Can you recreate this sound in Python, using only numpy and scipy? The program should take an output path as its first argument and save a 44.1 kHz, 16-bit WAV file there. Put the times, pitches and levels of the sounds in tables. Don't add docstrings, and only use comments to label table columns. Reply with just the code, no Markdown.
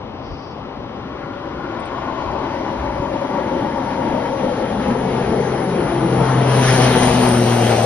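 import sys
import numpy as np
from scipy import signal
from scipy.fft import rfft, irfft, next_fast_len
from scipy.io import wavfile
from scipy.ndimage import uniform_filter1d, map_coordinates

SR = 44100
rng = np.random.default_rng(int(sys.argv[2]) if len(sys.argv) > 2 else 0)


def inscribe(sig):
    pcm = np.round(np.clip(np.atleast_2d(sig).T, -1, 1) * 32767)
    wavfile.write(sys.argv[1], SR, pcm.astype(np.int16))


N = 346493
T = np.arange(N) / SR


def amp(db):
    return 10 ** (np.asarray(db) / 20)


def unit(x):
    return x / np.sqrt(np.mean(x ** 2) + 1e-20)


def step(x, middle, width):
    return .5 + .5 * np.tanh((x - middle) / (2 * width))


def bump(x, middle, width):
    return np.exp(-((x - middle) / width) ** 2)


def along(points, hz):
    known_hz, values = np.transpose(points)
    return np.interp(np.log(hz + 1), np.log(known_hz + 1), values)


def over_time(rows):
    return np.interp(T, *np.transpose(rows))


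def turning(hz):
    return 2 * np.pi * np.cumsum(hz) / SR


def wobble(rate):
    points = rng.standard_normal(int(N * rate / SR) + 4)
    return unit(map_coordinates(points, [T * rate]))


def filtered(x, response):
    size = next_fast_len(N + SR // 4)
    return irfft(rfft(x, size) * response(np.fft.rfftfreq(size, 1 / SR)), size)[..., :N]


def delayed(x, ms):
    return map_coordinates(x, [(T - ms / 1e3) * SR], order=3, mode="mirror")


def fuzzy_tone(phase, width_hz):
    def band(hz):
        return 1 / np.sqrt(1 + (hz / width_hz) ** 2 + (hz / (1.7 * width_hz)) ** 10)
    a, b = filtered(rng.standard_normal((2, N)), band)
    return unit(a * np.cos(phase) + b * np.sin(phase))


def fuzzy_tones(tones, phase):
    return sum(amp(db) * fuzzy_tone(multiple * phase, width_hz) for multiple, width_hz, db in tones)


# frequency in Hz, likeness from 0 to 1.
LIKENESS = [(100, 1), (300, 1), (700, 0.89), (1000, 0.91), (2200, 1), (5000, 0), (6500, 0.86), (9500, 1)]


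def rush(spectrum, likeness=LIKENESS):
    def colour(hz):
        spread = np.arccos(np.clip(along(likeness, hz), 0, 1)) / 2
        return amp(along(spectrum, hz)) * [np.cos(spread), np.sin(spread)]
    mid, side = filtered(rng.standard_normal((2, N)), colour)
    return unit(np.array([mid + side, mid - side]))


# frequency in Hz, relative level in dB.
SURF_COLOUR = [(20, -40), (40, -9), (60, 1.5), (135, 4.5), (190, -5.5), (280, 0.5), (500, -5), (800, -6),
               (1100, -5), (1650, -19.5), (3000, -18), (6000, -34), (8000, -84), (15000, -64)]
BREEZE_COLOUR = [(15, -53.5), (35, -6), (60, 11.5), (100, -4.5), (200, -12), (600, -53.5), (2000, -120)]
# frequency in Hz, likeness from 0 to 1.
SHORE_LIKENESS = [(60, 0.82), (300, 0.93), (1000, 0.77), (3000, 0.84)]
# middle in seconds, level in dB, half length in seconds.
BREEZE_PUFFS = [(0.313, -27, 0.036), (2.295, -26.5, 0.05), (2.844, -30, 0.068), (3.018, -41, 0.11),
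                (4.13, -30, 0.017), (6.578, -32, 0.029), (7.05, -31, 0.22)]


def shore():
    surf = amp(-33.5 + 0.45 * wobble(6.7)) * rush(SURF_COLOUR, SHORE_LIKENESS)
    surf[1] = delayed(surf[1], ms=0.13)
    puffs = sum(amp(db) * bump(T, s, half_s) for s, db, half_s in BREEZE_PUFFS)
    breeze = (puffs + amp(-52.5 + 3 * wobble(11.0))) * rush(BREEZE_COLOUR, SHORE_LIKENESS)
    return surf + breeze


def thump(s, db, hz, half_s):
    return amp(db) * bump(T, s, half_s) * np.sin(2 * np.pi * hz * (T - s))


# frequency in Hz, relative level in dB.
INSECT_COLOUR = [(3500, -21), (4450, 1), (4900, 8.5), (5300, 2), (5750, -1), (6300, -18), (7500, -42)]


def insect(start_s=0.22, end_s=0.56, edge_s=0.026):
    buzzing = step(T, start_s, edge_s) - step(T, end_s, edge_s)
    return buzzing * amp(-50.5 + 1.5 * wobble(60)) * rush(INSECT_COLOUR)


# middle in seconds, level in dB, starting pitch in Hz, ending pitch in Hz.
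BIRD_TICKS = [(1.8015, -49.5, 12200, 5900), (1.857, -48.5, 11100, 6800)]


def bird(half_s=0.0042, half_fall_s=0.0092, leaves_db=-2, tail_s=0.12):
    ticks = np.zeros(N)
    for s, db, start_hz, end_hz in BIRD_TICKS:
        glide_hz = np.interp(T, [s - half_fall_s, s + half_fall_s], [start_hz, end_hz])
        ticks += amp(db) * bump(T, s, half_s) * np.sin(turning(glide_hz))
    tail = rng.standard_normal((2, SR // 4)) * amp(-60 * T[:SR // 4] / tail_s)
    scatter = signal.fftconvolve(ticks[None], tail / np.linalg.norm(tail[0]), axes=1)[:, :N]
    return ticks + amp(leaves_db) * scatter


SPEED_M_PER_S, SOUND_M_PER_S = 40, 343
MACH = SPEED_M_PER_S / SOUND_M_PER_S


def flight(closest_m=38.45, side_on_s=7.66):
    past_m = SPEED_M_PER_S * (T - side_on_s + closest_m / SOUND_M_PER_S)
    squeeze = 1 - MACH ** 2
    range_m = (np.sqrt(past_m ** 2 + squeeze * closest_m ** 2) - MACH * past_m) / squeeze
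    return range_m, np.degrees(np.arctan2(closest_m, MACH * range_m - past_m))


def carried(range_m, air_db_per_m=0):
    return 100 / range_m * amp(-air_db_per_m * (range_m - 100))


def chopped(phase, in_open, depth=0.15):
    return 1 + depth * in_open * np.cos(phase)


# middle in seconds, half length in seconds, then the change in dB
SWELLS_AND_DIPS = [(6.283, 0.046, 0.8, 0.5, 1), (6.599, 0.024, 0, -1.7, 3), (6.674, 0.056, -3.5, 2.4, 1.5),
                   (6.85, 0.039, 5, 2.1, 1.5), (6.96, 0.027, 2.5, 2, 1.3), (7.032, 0.015, 6.5, 4, 2.5),
                   (7.048, 0.025, -3, -0.3, 4.5), (7.283, 0.054, 2, -0.2, 5.5), (7.717, 0.017, 2, 1.8, 3.5)]


def swells_and_dips():
    return sum(np.outer(levels_db, bump(T, s, half_s)) for s, half_s, *levels_db in SWELLS_AND_DIPS)


# multiple of the blade rate, width in Hz, relative level in dB.
WHINE_TONES = [(76.8, 135, -2.5), (75.7, 250, -4.5), (74.5, 500, -5)]
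# time in seconds, pitch change in percent.
WHINE_WAVER = [(0, 0), (2.5, 0.5), (5.6, 0.8), (6.35, 0.6), (6.6, -0.4), (6.77, -1.3), (6.95, 0.1),
               (7.07, -0.3), (7.86, -0.2)]


def whine(phase, range_m, angle_deg, in_open, swell_db):
    beam_db = -11 * step(angle_deg, 66, 9.1)
    far_db = -4.5 * (1 - step(T, 1.9, 0.3))
    flicker_db = (0.1 + 1.2 * in_open) * wobble(45)
    level = amp(-49.5 + 8 * in_open + beam_db + far_db + swell_db + flicker_db)
    wavering_phase = np.cumsum(np.gradient(phase) * (1 + over_time(WHINE_WAVER) / 100))
    tones = chopped(phase, in_open) * fuzzy_tones(WHINE_TONES, wavering_phase)
    return carried(range_m, air_db_per_m=0.0758) * level * tones


def turbine_band(phase, angle_deg, multiple, width_hz, db, db_per_deg):
    level = amp(db + db_per_deg * (angle_deg - 90) + 1.2 * wobble(16))
    return level * fuzzy_tone(multiple * phase, width_hz)


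# multiple of the blade rate, width in Hz,
# level in dB from the side at 100 metres, change in dB per degree towards the tail.
SCREECH_BAND = (78, 620, -52, -0.11)
SIZZLE_BAND = (85, 1500, -49, 0.08)


def turbines(phase, range_m, angle_deg, in_open, swell_db):
    intakes = whine(phase, range_m, angle_deg, in_open, swell_db)
    reach = in_open * carried(range_m)
    intakes += reach * turbine_band(phase, angle_deg, *SCREECH_BAND)
    sizzle = reach * np.array([turbine_band(phase, angle_deg, *SIZZLE_BAND) for _ in range(2)])
    return np.array([intakes, delayed(intakes, ms=0.088)]) + sizzle


# time in seconds, level in dB.
HUM_LEVEL = [(0, -57.5), (4.7, -35.5), (5.05, -29.5), (5.5, -28.5), (5.8, -38.5), (6.1, -22.5), (6.4, -18),
             (6.83, -16), (6.97, -25), (7.25, -21.5), (7.55, -19), (7.86, -20.5)]
# multiple of the blade rate, relative level in dB,
# beam direction in degrees off the nose, half the beam's width in degrees.
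HUM_OVERTONES = [(2, 4.5, 64.7, 21), (3, -1, 77.7, 16), (4, -12, 99, 26), (5, -11, 78, 25),
                 (6, -10, 56, 27), (7, -8.5, 55, 19)]


def propellers(phase, range_m, angle_deg, beam_db=9.5):
    blade = phase + 0.07 * wobble(12)
    hum = amp(over_time(HUM_LEVEL) + 0.4 * wobble(9.3)) * unit(np.sin(blade))
    overtones = np.zeros(N)
    for multiple, db, beam_deg, width_deg in HUM_OVERTONES:
        level_db = db + beam_db * bump(angle_deg, beam_deg, width_deg) + 0.68 * wobble(6.2)
        overtones += amp(level_db) * unit(np.sin(multiple * blade))
    return hum + carried(range_m) * amp(-39.5) * overtones


# frequency in Hz, relative level in dB.
EXHAUST_COLOUR = [(25, -50), (55, -6.5), (90, -9), (150, -1.5), (205, 2), (300, -4), (500, -3.5),
                  (900, -29), (2000, -88)]


def exhaust(range_m, angle_deg):
    side_db = -13 * np.sin(np.radians(angle_deg)) ** 2
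    return amp(-20 + side_db) * carried(range_m, air_db_per_m=0.03) * rush(EXHAUST_COLOUR)


# frequency in Hz, relative level in dB.
WASH_COLOUR = [(25, -50), (150, -18), (300, -3), (430, 1.5), (600, 1), (900, 1), (1150, -8), (1450, -11),
               (1650, -23.5), (2400, -33.5), (4000, -43.5), (8000, -84)]


def propeller_wash(phase, in_open, drive_db):
    return amp(drive_db - 2.5 + 0.46 * wobble(13)) * chopped(phase, in_open) * rush(WASH_COLOUR)


# frequency in Hz, relative level in dB.
DULL_HISS = [(500, 5), (1300, 6), (2050, 5.5), (2700, -2), (3150, -2), (3550, -6), (3900, -7),
             (5500, -14.5), (9000, -74), (14000, -67.5)]
BRIGHT_HISS = [(500, -13.5), (1300, 4.5), (2100, 1.5), (2450, 3.5), (2950, 3), (3200, 4.5), (3550, 0),
               (3780, 1.5), (4900, -2.5), (5600, -0.5), (6200, -1.5), (6800, -4.5), (7500, -59.5),
               (10000, -66.5), (15000, -44)]
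# multiple of the blade rate, width in Hz, relative level in dB.
RINGING_BANDS = [(13.3, 46, -23.5), (24.03, 110, -21)]


def intake_hiss(phase, range_m, in_open, drive_db):
    near = np.clip(0.42 * bump(range_m, 0, 308) + 0.31 * in_open, 0, 1)
    hiss = np.sqrt(1 - near ** 2) * rush(DULL_HISS) + near * rush(BRIGHT_HISS)
    flutter_db = 0.36 * wobble(23) + 0.83 * near * wobble(26)
    level = amp(drive_db - 10 + 6 * in_open + flutter_db)
    return level * (chopped(phase, in_open) * hiss + fuzzy_tones(RINGING_BANDS, phase))


# middle in seconds, half length in seconds, pitch as a multiple
# of 1 / echo lag, width in Hz, level in dB compared with the roar's strength.
HOLLOW_BANDS = [(1.4, 0.9, 4.93, 54, -14), (0.88, 1.13, 3.7, 75, -8.5), (1.53, 0.4, 1.12, 50, -7),
                (1.43, 0.44, 2.02, 22, -10), (2.32, 0.57, 3.55, 84, -7), (3.31, 0.65, 1.98, 25, -2.5),
                (3.61, 1.3, 3.3, 49, -3.5), (3.4, 1.13, .87, 56, -6), (3.36, 1.27, 1.24, 43, -8),
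                (3.3, 0.7, 3.98, 30, -12.5), (4.5, .42, 1.98, 48, -2.5), (4.92, 0.24, .88, 22, -3.5),
                (5.0, 0.25, 3.7, 35, -8), (5.4, 0.2, 1.99, 46, -2), (6, .07, 2.02, 13, 1.5),
                (4.4, 0.22, 3.85, 49, -10.5), (5.16, 0.22, 1.6, 35, -4), (5.8, 0.19, 2, 36, -4.5),
                (6.95, 0.09, 3.3, 74, -1.5), (7.17, 0.48, 1.55, 22, -8), (5.6, .04, 4.1, 130, -8.5),
                (7.0, 0.24, 5.7, 88, -7), (7.82, 0.42, 6.5, 91, -0.5), (7.68, 0.29, 4.2, 50, -2.5)]


def hollow_bands(lag_ms):
    lag_phase = turning(1e3 / lag_ms)
    return sum(amp(db) * bump(T, s, half_s) * fuzzy_tone(multiple * lag_phase, width_hz)
               for s, half_s, multiple, width_hz, db in HOLLOW_BANDS)


def ground_echo(direct, lag_ms, share=0.35, cutoff_hz=1500):
    bounce = filtered(direct, lambda hz: 1 / (1 + (hz / cutoff_hz) ** 2))
    echo = np.array([delayed(side, lag_ms) for side in bounce])
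    return (direct + share * echo) / np.sqrt(1 + share ** 2)


def turbulence(x, depth_db):
    spectra = signal.stft(x, nperseg=512)[2]
    patches = uniform_filter1d(rng.standard_normal(spectra.shape[1:]), size=9, axis=0)
    patches = uniform_filter1d(patches, size=14, axis=1)
    return signal.istft(spectra * amp(depth_db * unit(patches)), nperseg=512)[1][:, :N]


def wall_echoes(x, angle_deg, level_db, count=4):
    treble = filtered(x, lambda hz: hz / np.hypot(hz, 900))
    paths = rng.uniform((3, 0), (22, 2 * np.pi), (2, count, 2))
    copies = np.zeros((2, N))
    for side in range(2):
        for ms, bearing in paths[side]:
            lag_ms = ms * (1 + np.cos(np.radians(angle_deg) - bearing) / 2)
            copies[side] += delayed(treble[side], lag_ms)
    return x + amp(level_db) * copies / np.sqrt(count)


# middle in seconds, half length in seconds, frequency in Hz,
# how fast it sinks in Hz per second, width in Hz, level change in dB.
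ROAR_GAPS = [(1.35, 0.26, 673, 15, 48, -17), (1.35, 0.43, 880, 14, 38, -17),
             (2.3, 0.28, 188, 26, 37.3, -4.5), (2.25, 0.58, 492, 25, 40.3, -7.5),
             (2.3, 0.5, 1245, 60, 65.4, -3), (3.245, 0.45, 452, 40, 36.4, -9.5),
             (3.6, 0.59, 740, 15, 41.2, 0), (4.096, 0.95, 1034, 25, 52.5, -8.5),
             (4.2, 0.35, 394, 80, 30, -6.5), (4.8, 0.25, 826, 81, 110, -2), (5.22, 0.3, 284, 41, 28, -8.5),
             (5.306, 0.32, 202, 30, 35, -3.5), (7.204, 0.29, 317, 33, 28, -5.5)]


def echo_gaps(x):
    hz, t, spectra = signal.stft(x, SR, nperseg=4096)
    gaps_db = sum(db * bump(t, s, half_s) * bump(hz[:, None], centre_hz - sink * (t - s), width_hz)
                  for s, half_s, centre_hz, sink, width_hz, db in ROAR_GAPS)
    return signal.istft(spectra * amp(gaps_db), SR, nperseg=4096)[1][:, :N]


# time in seconds, level in dB.
ROAR_STRENGTH = [(0.0, -37.5), (0.5, -38), (1.4, -30.5), (2.1, -25), (2.55, -24), (2.85, -26), (3.2, -25),
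                 (4.5, -23.5), (5.2, -22.5), (5.5, -22), (5.58, -23.5), (6.05, -21), (6.3, -19),
                 (6.48, -18.5), (7.02, -19.5), (7.12, -19), (7.45, -22.5), (7.72, -21), (7.86, -22)]
# time in seconds, lag in milliseconds.
GROUND_LAG = [(0, 3.67), (2.1, 3.41), (2.95, 3.48), (3.6, 3.57), (4.25, 3.54), (4.55, 3.76), (4.85, 3.73),
              (5.2, 4.24), (5.5, 4.98), (6.3, 6.6), (7, 8.3), (7.86, 9.84)]


def roar(phase, range_m, angle_deg, in_open, wash_change_db, hiss_change_db):
    strength_db, lag_ms = over_time(ROAR_STRENGTH), over_time(GROUND_LAG)
    direct = exhaust(range_m, angle_deg)
    direct += propeller_wash(phase, in_open, strength_db + wash_change_db)
    direct += intake_hiss(phase, range_m, in_open, strength_db + hiss_change_db)
    hollow = ground_echo(direct, lag_ms) + amp(strength_db) * hollow_bands(lag_ms)
    stirred = turbulence(hollow, depth_db=1.24)
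    return echo_gaps(wall_echoes(stirred, angle_deg, level_db=-8.0))


# time in seconds, lead in milliseconds.
LEFT_LEAD = [(0, 0.073), (2.5, 0.1), (5, 0.075), (7.86, 0.061)]


def aircraft(blade_hz=116.7, clears_palms_s=6.513):
    range_m, angle_deg = flight()
    in_open = step(T, clears_palms_s, 0.036)
    phase = turning(blade_hz / (1 - MACH * np.cos(np.radians(angle_deg))))
    wash_change_db, hiss_change_db, whine_swell_db = swells_and_dips()
    roaring = roar(phase, range_m, angle_deg, in_open, wash_change_db, hiss_change_db)
    left, right = roaring + propellers(phase, range_m, angle_deg)
    whining = turbines(phase, range_m, angle_deg, in_open, whine_swell_db)
    return np.array([left, delayed(right, over_time(LEFT_LEAD))]) + whining


def scene():
    return aircraft() + shore() + bird() + insect() + thump(s=3.003, db=-12.5, hz=120, half_s=0.0032)


# frequency in Hz, left minus right in dB.
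LEFT_BOOST = [(60, 0), (200, 2.5), (390, 3.5), (540, 6), (720, 14.5), (950, 7), (1200, 8.5), (1900, 1.5),
              (3200, 2), (5500, 0), (12300, 0)]
# frequency in Hz, the left's lead in radians.
LEFT_PHASE = [(100, 0.077), (350, -0.24), (600, 0.69), (820, -0.79), (1200, -0.45), (1700, -0.42),
              (2400, 0.48), (4000, -0.36)]


def record(dry, ceiling=0.95, top_hz=13300):
    def openings(hz):
        ratio = amp(along(LEFT_BOOST, hz))
        turn = np.exp(.5j * along(LEFT_PHASE, hz))
        return np.array([ratio * turn, 1 / turn]) * 2 / (1 + ratio)
    heard = filtered(dry, openings)
    rounded = heard / (1 + np.abs(heard / ceiling) ** 8) ** (1 / 8)
    return filtered(rounded, lambda hz: hz < top_hz)


dry = scene()
out = record(dry)
inscribe(out)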